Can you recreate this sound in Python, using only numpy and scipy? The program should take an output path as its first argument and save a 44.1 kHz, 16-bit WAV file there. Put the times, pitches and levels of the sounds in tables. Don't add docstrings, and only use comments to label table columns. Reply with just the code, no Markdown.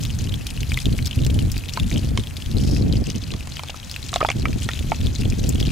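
import sys
import numpy as np
from scipy import signal
from scipy.fft import rfft, irfft, next_fast_len
from scipy.io import wavfile
from scipy.ndimage import uniform_filter1d

SR = 44100
rng = np.random.default_rng(int(sys.argv[2]) if len(sys.argv) > 2 else 0)


def dump_mix(stems):
    frames = np.atleast_2d(stems).T
    limited = np.clip(frames, -1, 1)
    pcm = np.round(limited * 32767).astype(np.int16)
    wavfile.write(sys.argv[1], SR, pcm)


N = 252207
TIME = np.arange(N) / SR
SHORT = np.arange(3072) / SR
EDGE_HZ = 15750

# frequency in Hz, relative level in dB.
AIR_SPECTRUM = [(100, 3), (300, -3.5), (600, 4), (1200, -0.5), (2500, -1), (6000, -66)]
# frequency in Hz, left-right correlation.
PORT_CORRELATION = [(25, 0.78), (60, 0.75), (130, 0.68), (290, -0.17), (640, 0.058), (2000, 0.67)]
# frequency in Hz, difference in dB.
SCATTER_DIFFERENCE = [(500, -9), (2000, -27), (4500, 0.5), (8000, 0.5)]

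# time in seconds, rumble level in dB before the wind's trim.
BREEZE_CURVE = [(0, -30), (2.4, -31.5), (3.3, -29.5), (3.78, -38.5), (4.15, -32), (4.5, -30.5),
                (5.72, -25.5)]
# start in seconds, length in seconds,
# rumble level in dB before the wind's trim, raggedness in dB (extra drive to the flutter).
GUST_EVENTS = [(0.0, 0.21, -24, -4), (0.201, 0.17, -23.5, -1), (0.577, 0.068, -23, -4),
               (0.681, 0.083, -21.5, -5.5), (0.842, 0.095, -18.5, 0), (0.975, 0.087, -21, -6),
               (1.161, 0.32, -18, -2.5), (1.485, 0.099, -23.5, -4.5), (1.799, 0.067, -18, -7),
               (1.915, 0.066, -19, 3), (2.015, 0.19, -21, -1), (2.463, 0.14, -23, -2.5),
               (2.534, 0.48, -18.5, 1), (3.065, 0.018, -21, 3), (3.148, 0.014, -20.5, 3),
               (3.325, 0.011, -20.5, 3), (4.343, 0.23, -22.5, 1.5), (4.604, .06, -23.5, -2.5),
               (4.761, 0.17, -24, -1.5), (4.997, 0.11, -18.5, -3), (5.185, 0.15, -19.5, -1.5),
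               (5.373, 0.34, -20, 1)]
# frequency in Hz, relative level in dB.
RUMBLE_SPECTRUM = [(11, -44), (18, -7.5), (43, -1.5), (76, 1), (130, -2.5), (168, -10), (199, -13),
                   (260, -14), (340, -32.5), (570, -120)]
# frequency in Hz, relative level in dB.
FLUTTER_SPECTRUM = [(90, -24), (150, -20.5), (195, 4.5), (270, 0), (380, -9), (550, -17), (800, -27),
                    (1400, -68), (3000, -86)]
GUST_RISE_S, GUST_FALL_S = 0.029, 0.022
FLUTTER_DB, FLUTTER_AT_DB, FLUTTER_GROWTH = -26, -19, 1.283

# time in seconds, wide panel level in dB, its pitch in Hz,
# small panel level in dB, its pitch in Hz, crack level in dB; levels are before the bottle's trims.
BUCKLE_EVENTS = [(1.774, -12.5, 1020, -28, 2200, -44), (2.175, -19.5, 1065, -17, 3080, -16),
                 (3.338, -29, 1170, -25, 3460, -24), (3.473, -30, 1030, -34, 2650, -26),
                 (3.593, -24.5, 1010, -24, 2400, -46), (3.635, -24, 1100, -33, 4530, -24.5),
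                 (3.696, -27, 800, -25, 2800, -42), (3.744, -27, 1250, -48, 2920, -40),
                 (4.13, -20, 695, -25.5, 1870, -37), (4.1406, -25, 1250, -25, 3800, -10.5),
                 (4.16, -12.5, 670, -22.5, 2160, -12), (4.206, -16.5, 1150, -30, 2140, -19),
                 (4.2124, -11, 1220, -19, 1790, -38), (4.2284, -10.5, 628, -22, 2430, -40),
                 (4.2488, -6.5, 892, -19, 2490, -42), (4.2877, -14, 730, -15, 3400, -26),
                 (4.3018, -20, 754, -11.5, 2330, -13), (4.455, -16, 1260, -13, 2310, -28),
                 (4.689, -19, 1363, -17, 1880, -17), (4.919, -9.5, 880, -15.5, 2260, -38)]
# frequency in Hz, relative level in dB.
SHELL_SPECTRUM = [(200, -14), (420, -3), (620, 2), (900, -7), (1300, -4.5), (1700, -22.5), (2600, -55)]
# frequency in Hz, relative level in dB.
RIB_SPECTRUM = [(900, -62), (1600, 15), (2300, 24), (3300, 10), (4500, -5.5), (7000, -91)]
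# frequency in Hz, relative level in dB.
CRACK_SPECTRUM = [(1500, -48), (3500, 21.5), (5500, 13), (7500, 9), (10000, 2), (16000, -38)]

# time in seconds, level in dB before the steam trim.
STIR_CURVE = [(2.45, -99), (2.6, -43.5), (2.7, -36.5), (2.78, -39.5), (2.83, -52)]
# frequency in Hz, relative level in dB.
STEAM_SPECTRUM = [(1500, -27), (3000, -8), (5000, 3), (8000, -10.5), (11000, -13), (16000, -35)]

# frequency in Hz, relative level in dB.
HISS_SPECTRUM = [(700, -42), (1500, -4.5), (2300, 2), (3300, 8), (4800, 1.5), (6500, 3), (8500, 1),
                 (11000, -0.5), (15500, -4.5)]
# frequency in Hz, gain in dB.
GRAIN_SPECTRUM = [(600, -1), (1500, -2), (3300, 4), (5000, 4.5), (8000, -0.5), (11000, -8), (15500, -11)]
# frequency in Hz, gain in dB.
FIZZ_BAND = [(6500, -50), (8000, -12), (10000, 0)]
# centre in seconds, half width in seconds, dB above the simmer.
BOIL_SURGES = [(0.02, 0.044, 5.5), (.78, 0.17, 3), (1.68, 0.21, 1), (4.06, 0.24, 3), (4.78, 0.25, 4),
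               (5.53, 0.3, 3)]
SIMMER_DB = -42.5
FIZZ_DB, TURN_S, DAMP_DB, DAMP_S, RECOVER_S = 2.26, 2.7, -4, 0.074, 4.8

# time in seconds, level in dB before the plip trim, pitch in Hz.
PLIP_EVENTS = [(0.051, -15.5, 3510), (0.3404, -18, 3300), (0.575, -25.5, 2860), (0.631, -20, 2770),
               (0.7184, -16.5, 2470), (0.7424, -17.5, 3640), (0.7736, -16, 2090), (0.7882, -20, 3460),
               (0.856, -14.5, 3580), (0.989, -19.5, 2420), (1.302, -23, 3580), (1.3897, -18.5, 3040),
               (1.5662, -24, 2510), (1.694, -19, 3460), (1.7986, -16.5, 3500), (1.914, -21.5, 2360),
               (1.9599, -21, 3030), (2.271, -23.5, 3280), (2.3675, -22.5, 3520), (3.5688, -19.5, 3100),
               (3.913, -18.5, 4820), (3.962, -19, 2610), (4.791, -19.5, 3460), (5.0687, -19.5, 3480),
               (5.323, -24.5, 2500), (5.6016, -17, 3400), (5.627, -19, 3250)]
# time in seconds, level in dB before scatter, pitch in Hz.
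SPIT_EVENTS = [(0.468, -14, 3220), (1.0566, -13, 5200), (1.0608, -11, 3330), (1.071, -9, 5270),
               (1.2484, -13, 3300), (1.2646, -14.5, 7260), (1.517, -12.5, 5030), (1.5786, -17, 4800),
               (3.9226, -23, 3350), (5.4914, -7.5, 7100)]
# frequency in Hz, gain in dB.
SPIT_SPECTRUM = [(1000, -24), (3000, -11.5), (6000, 4.0), (10000, -8), (16000, -6)]
PLIPS_PER_S, PLIP_DB, PLIP_SPREAD_DB = 9, -27, 2.5
PLIP_HZ, PLIP_OCTAVES = 3200, .4


def gain_of(db):
    return 10 ** (np.asarray(db) / 20)


def evened(x):
    return x / np.sqrt(np.mean(x ** 2) + 1e-20)


def peaked(x):
    return x / (abs(x).max() + 1e-20)


def read(points, hz):
    f, value = np.transpose(points)
    return np.interp(np.log(hz + 1), np.log(f + 1), value)


def follow(rows):
    s, *columns = np.transpose(rows)
    return [np.interp(TIME, s, c) for c in columns]


def colour(x, points):
    length = x.shape[-1]
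    size = next_fast_len(length + 1024)
    gains = gain_of(read(points, np.fft.rfftfreq(size, 1 / SR)))
    return irfft(rfft(x, size) * gains, size)[..., :length]


def steadied(x, size):
    return x / np.sqrt(uniform_filter1d((x ** 2).mean(0), size) + 1e-9)


def slow_noise(size, limit):
    return np.clip(evened(uniform_filter1d(rng.standard_normal(N), size=size)), -limit, limit)


def add(mix, s, sound):
    part = mix[..., max(round(s * SR), 0):][..., :sound.shape[-1]]
    part += sound[..., :part.shape[-1]]


def dying(t60):
    return np.exp(-np.log(1000) * SHORT / max(t60, 1e-4))


def burst(t60, attack=.0002):
    return rng.standard_normal(len(SHORT)) * dying(t60) * (1 - dying(attack))


def ring(hz, t60, glide=0):
    fade = dying(t60)
    return fade * np.sin(2 * np.pi * np.cumsum(hz * (1 + glide * (.5 - fade))) / SR)


def place(x, left_db, scatter_db, t60, onset=0.0066):
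    common = burst(t60, onset)
    apart = colour(burst(t60, onset), SCATTER_DIFFERENCE)
    late = np.array([common + apart, common - apart])
    paths = gain_of(scatter_db) * late / np.linalg.norm(late[0])
    paths[:, 0] += 1
    balance = gain_of([[left_db / 2], [-left_db / 2]])
    return signal.oaconvolve(x[None], paths, axes=1)[:, :N] * balance


def port_noise(points):
    size = next_fast_len(N)
    hz = np.fft.rfftfreq(size, 1 / SR)
    mid, side = rfft(rng.standard_normal((2, size)))
    alike = np.clip(read(PORT_CORRELATION, hz), -1, 1)
    mid, side = mid * np.sqrt(1 + alike), side * np.sqrt(1 - alike)
    ports = np.array([mid + side, mid - side]) * gain_of(read(points, hz))
    return evened(irfft(ports, size)[:, :N])


def open_air():
    return gain_of(-48) * port_noise(AIR_SPECTRUM)


def wind_levels():
    rumble = drive = follow(BREEZE_CURVE)[0]
    for s, length, db, ragged_db in GUST_EVENTS:
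        rise = np.clip((TIME - s) / GUST_RISE_S + .5, 0, 1)
        fall = np.exp(-np.maximum(TIME - s - length, 0) / GUST_FALL_S)
        gust = db + 20 * np.log10(rise * fall + 1e-9)
        rumble = np.maximum(rumble, gust)
        drive = np.maximum(drive, gust + ragged_db)
    return rumble, FLUTTER_DB + FLUTTER_GROWTH * (drive - FLUTTER_AT_DB)


def wind(rumble_trim_db=0.52, puff_db=3.5):
    rumble_db, flutter_db = wind_levels()
    eddies = steadied(port_noise(RUMBLE_SPECTRUM), size=3000)
    bursts_db = 4.5 * np.clip(eddies, -2, 2)
    puffs = slow_noise(size=700, limit=2)
    flutter = port_noise(FLUTTER_SPECTRUM) * gain_of(bursts_db + puff_db * puffs)
    flutter = steadied(flutter, size=4000)
    return gain_of(rumble_db + rumble_trim_db) * eddies + gain_of(flutter_db) * flutter


def wide_panel(hz, level_db, shell_db):
    t60 = .03 * np.exp(.025 * (level_db + 16))
    shell = peaked(colour(burst(.012) + .4 * burst(.04), SHELL_SPECTRUM))
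    shell = colour(shell, [(.5 * hz, -11), (.85 * hz, 0)])
    return peaked(ring(hz, t60, glide=0.11) + gain_of(shell_db) * shell)


def small_panel(hz, ribs_db, t60=0.025):
    ribs = peaked(colour(burst(t60), RIB_SPECTRUM))
    return peaked(ring(hz, t60, glide=0.02) + gain_of(ribs_db) * ribs)


def bottle(level_db=1.5, shell_db=2, ribs_db=0.5, crack_db=1.0):
    out = np.zeros((2, N))
    for s, wide_db, wide_hz, small_db, small_hz, tick_db in BUCKLE_EVENTS:
        wide = gain_of(wide_db) * wide_panel(wide_hz, wide_db, shell_db)
        small = gain_of(small_db) * small_panel(small_hz, ribs_db)
        crack = peaked(colour(burst(0.0021) + 0.29 * burst(0.011), CRACK_SPECTRUM))
        snap = small + gain_of(tick_db + crack_db) * crack
        left, right = place(wide, left_db=-1.4, scatter_db=-16, t60=.04)
        add(out, s, np.array([np.roll(left, shift=6), right]))
        add(out, s, place(snap, left_db=-1.8, scatter_db=-10, t60=.035))
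    return gain_of(level_db) * out


def stir(steam_db=1):
    sizes = gain_of(5.5 * np.minimum(rng.exponential(1, N), 4))
    bursts = (rng.random(N) < 1500 / SR) * rng.choice([-1, 1], N) * sizes
    steam = colour(bursts, STEAM_SPECTRUM)
    active = (TIME > STIR_CURVE[0][0]) * (TIME < STIR_CURVE[-1][0])
    level = gain_of(follow(STIR_CURVE)[0] + steam_db) * active
    return level * evened(place(steam, left_db=4, scatter_db=-3, t60=.02))


def bubble(hz, cycles, film_db, glide, overtone_db=-15, rough=0.49):
    t60 = cycles / hz
    tear = burst(0.0067)
    overtone = gain_of(overtone_db) * (hz < 7000) * ring(1.98 * hz, .5 * t60, glide)
    cavity = ring(hz, t60, glide) * (1 - dying(.15 * t60)) + overtone
    kick = rough * tear[:256] / np.linalg.norm(tear)
    kick[0] += 1
    shaken = peaked(signal.lfilter(kick, [1], cavity))
    fizz = peaked(signal.lfilter([1, -1], [1, -1, .3], tear))
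    return peaked(shaken + gain_of(film_db) * fizz)


def surge_db(t):
    return sum(db * np.exp(-((t - s) / width) ** 2) for s, width, db in BOIL_SURGES)


def fizz_db():
    since = np.maximum(TIME - TURN_S, 0)
    return FIZZ_DB + DAMP_DB * (1 - np.exp(-since / DAMP_S)) * np.exp(-since / RECOVER_S)


def sizzle_grains(clusters_db, per_s=1500, spread_db=5.0, count=64):
    grains = np.zeros((2, N))
    for hz in np.geomspace(2400, 12000, count):
        chance = rng.random(N)
        size = np.minimum(rng.exponential(1, N), 5.2)
        bursts = (chance < per_s / count / SR) * gain_of(spread_db * size + clusters_db)
        tick = bubble(hz, cycles=14.8, film_db=-4.5, glide=0.2)
        grain = place(tick, left_db=5.5, scatter_db=-4, t60=.018)
        grain = grain[:, :1024] / np.linalg.norm(grain)
        grains += signal.oaconvolve(bursts[None], grain, axes=1)[:, :N]
    return evened(colour(grains, GRAIN_SPECTRUM))


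def sizzle(cluster_db=4.5, grains_db=2, hiss_db=-6, hiss_cluster=0.25):
    clusters_db = cluster_db * slow_noise(size=500, limit=2.2)
    grains = sizzle_grains(clusters_db)
    hiss = colour(rng.standard_normal(N), HISS_SPECTRUM) * gain_of(hiss_cluster * clusters_db)
    hiss = evened(place(hiss, left_db=5.5, scatter_db=5, t60=.025))
    oil = gain_of(grains_db) * grains + gain_of(hiss_db) * hiss
    finest = colour(oil, FIZZ_BAND)
    return gain_of(SIMMER_DB + surge_db(TIME)) * (oil + finest * (gain_of(fizz_db()) - 1))


def middling_plips(count=120):
    draws = rng.random((count, 3))
    times = np.cumsum(-np.log(1 - draws[:, 0])) / PLIPS_PER_S
    size, pitch = 2 * draws[:, 1:].T - 1
    levels = PLIP_DB + PLIP_SPREAD_DB * size + .5 * surge_db(times)
    pitches = PLIP_HZ * 2 ** (PLIP_OCTAVES * pitch)
    return [row for row in zip(times, levels, pitches) if row[0] < N / SR]


def spits(lag=.0005):
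    out = np.zeros((2, N))
    for s, db, hz in SPIT_EVENTS:
        tick = peaked(colour(burst(0.0012), SPIT_SPECTRUM))
        spit = peaked(tick + .5 * bubble(hz, cycles=17, film_db=-18, glide=0.039))
        add(out, s + lag, gain_of(db) * place(spit, left_db=3.5, scatter_db=-2, t60=0.029))
    return out


def plips(plip_db=4.0, lag=.0005):
    out = np.zeros((2, N))
    for s, db, hz in list(PLIP_EVENTS) + middling_plips():
        plip = bubble(hz, cycles=19.3, film_db=-8, glide=0.011)
        add(out, s + lag, gain_of(db + plip_db) * place(plip, left_db=3, scatter_db=-9, t60=.035))
    return out


def scene():
    pan = stir() + sizzle() + spits() + plips()
    return open_air() + wind() + bottle() + pan


def record(dry):
    low_pass = signal.firwin(255, EDGE_HZ, window=("kaiser", 9), fs=SR)
    return signal.oaconvolve(dry, low_pass[None], "same")


dry = scene()
out = record(dry)
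dump_mix(out)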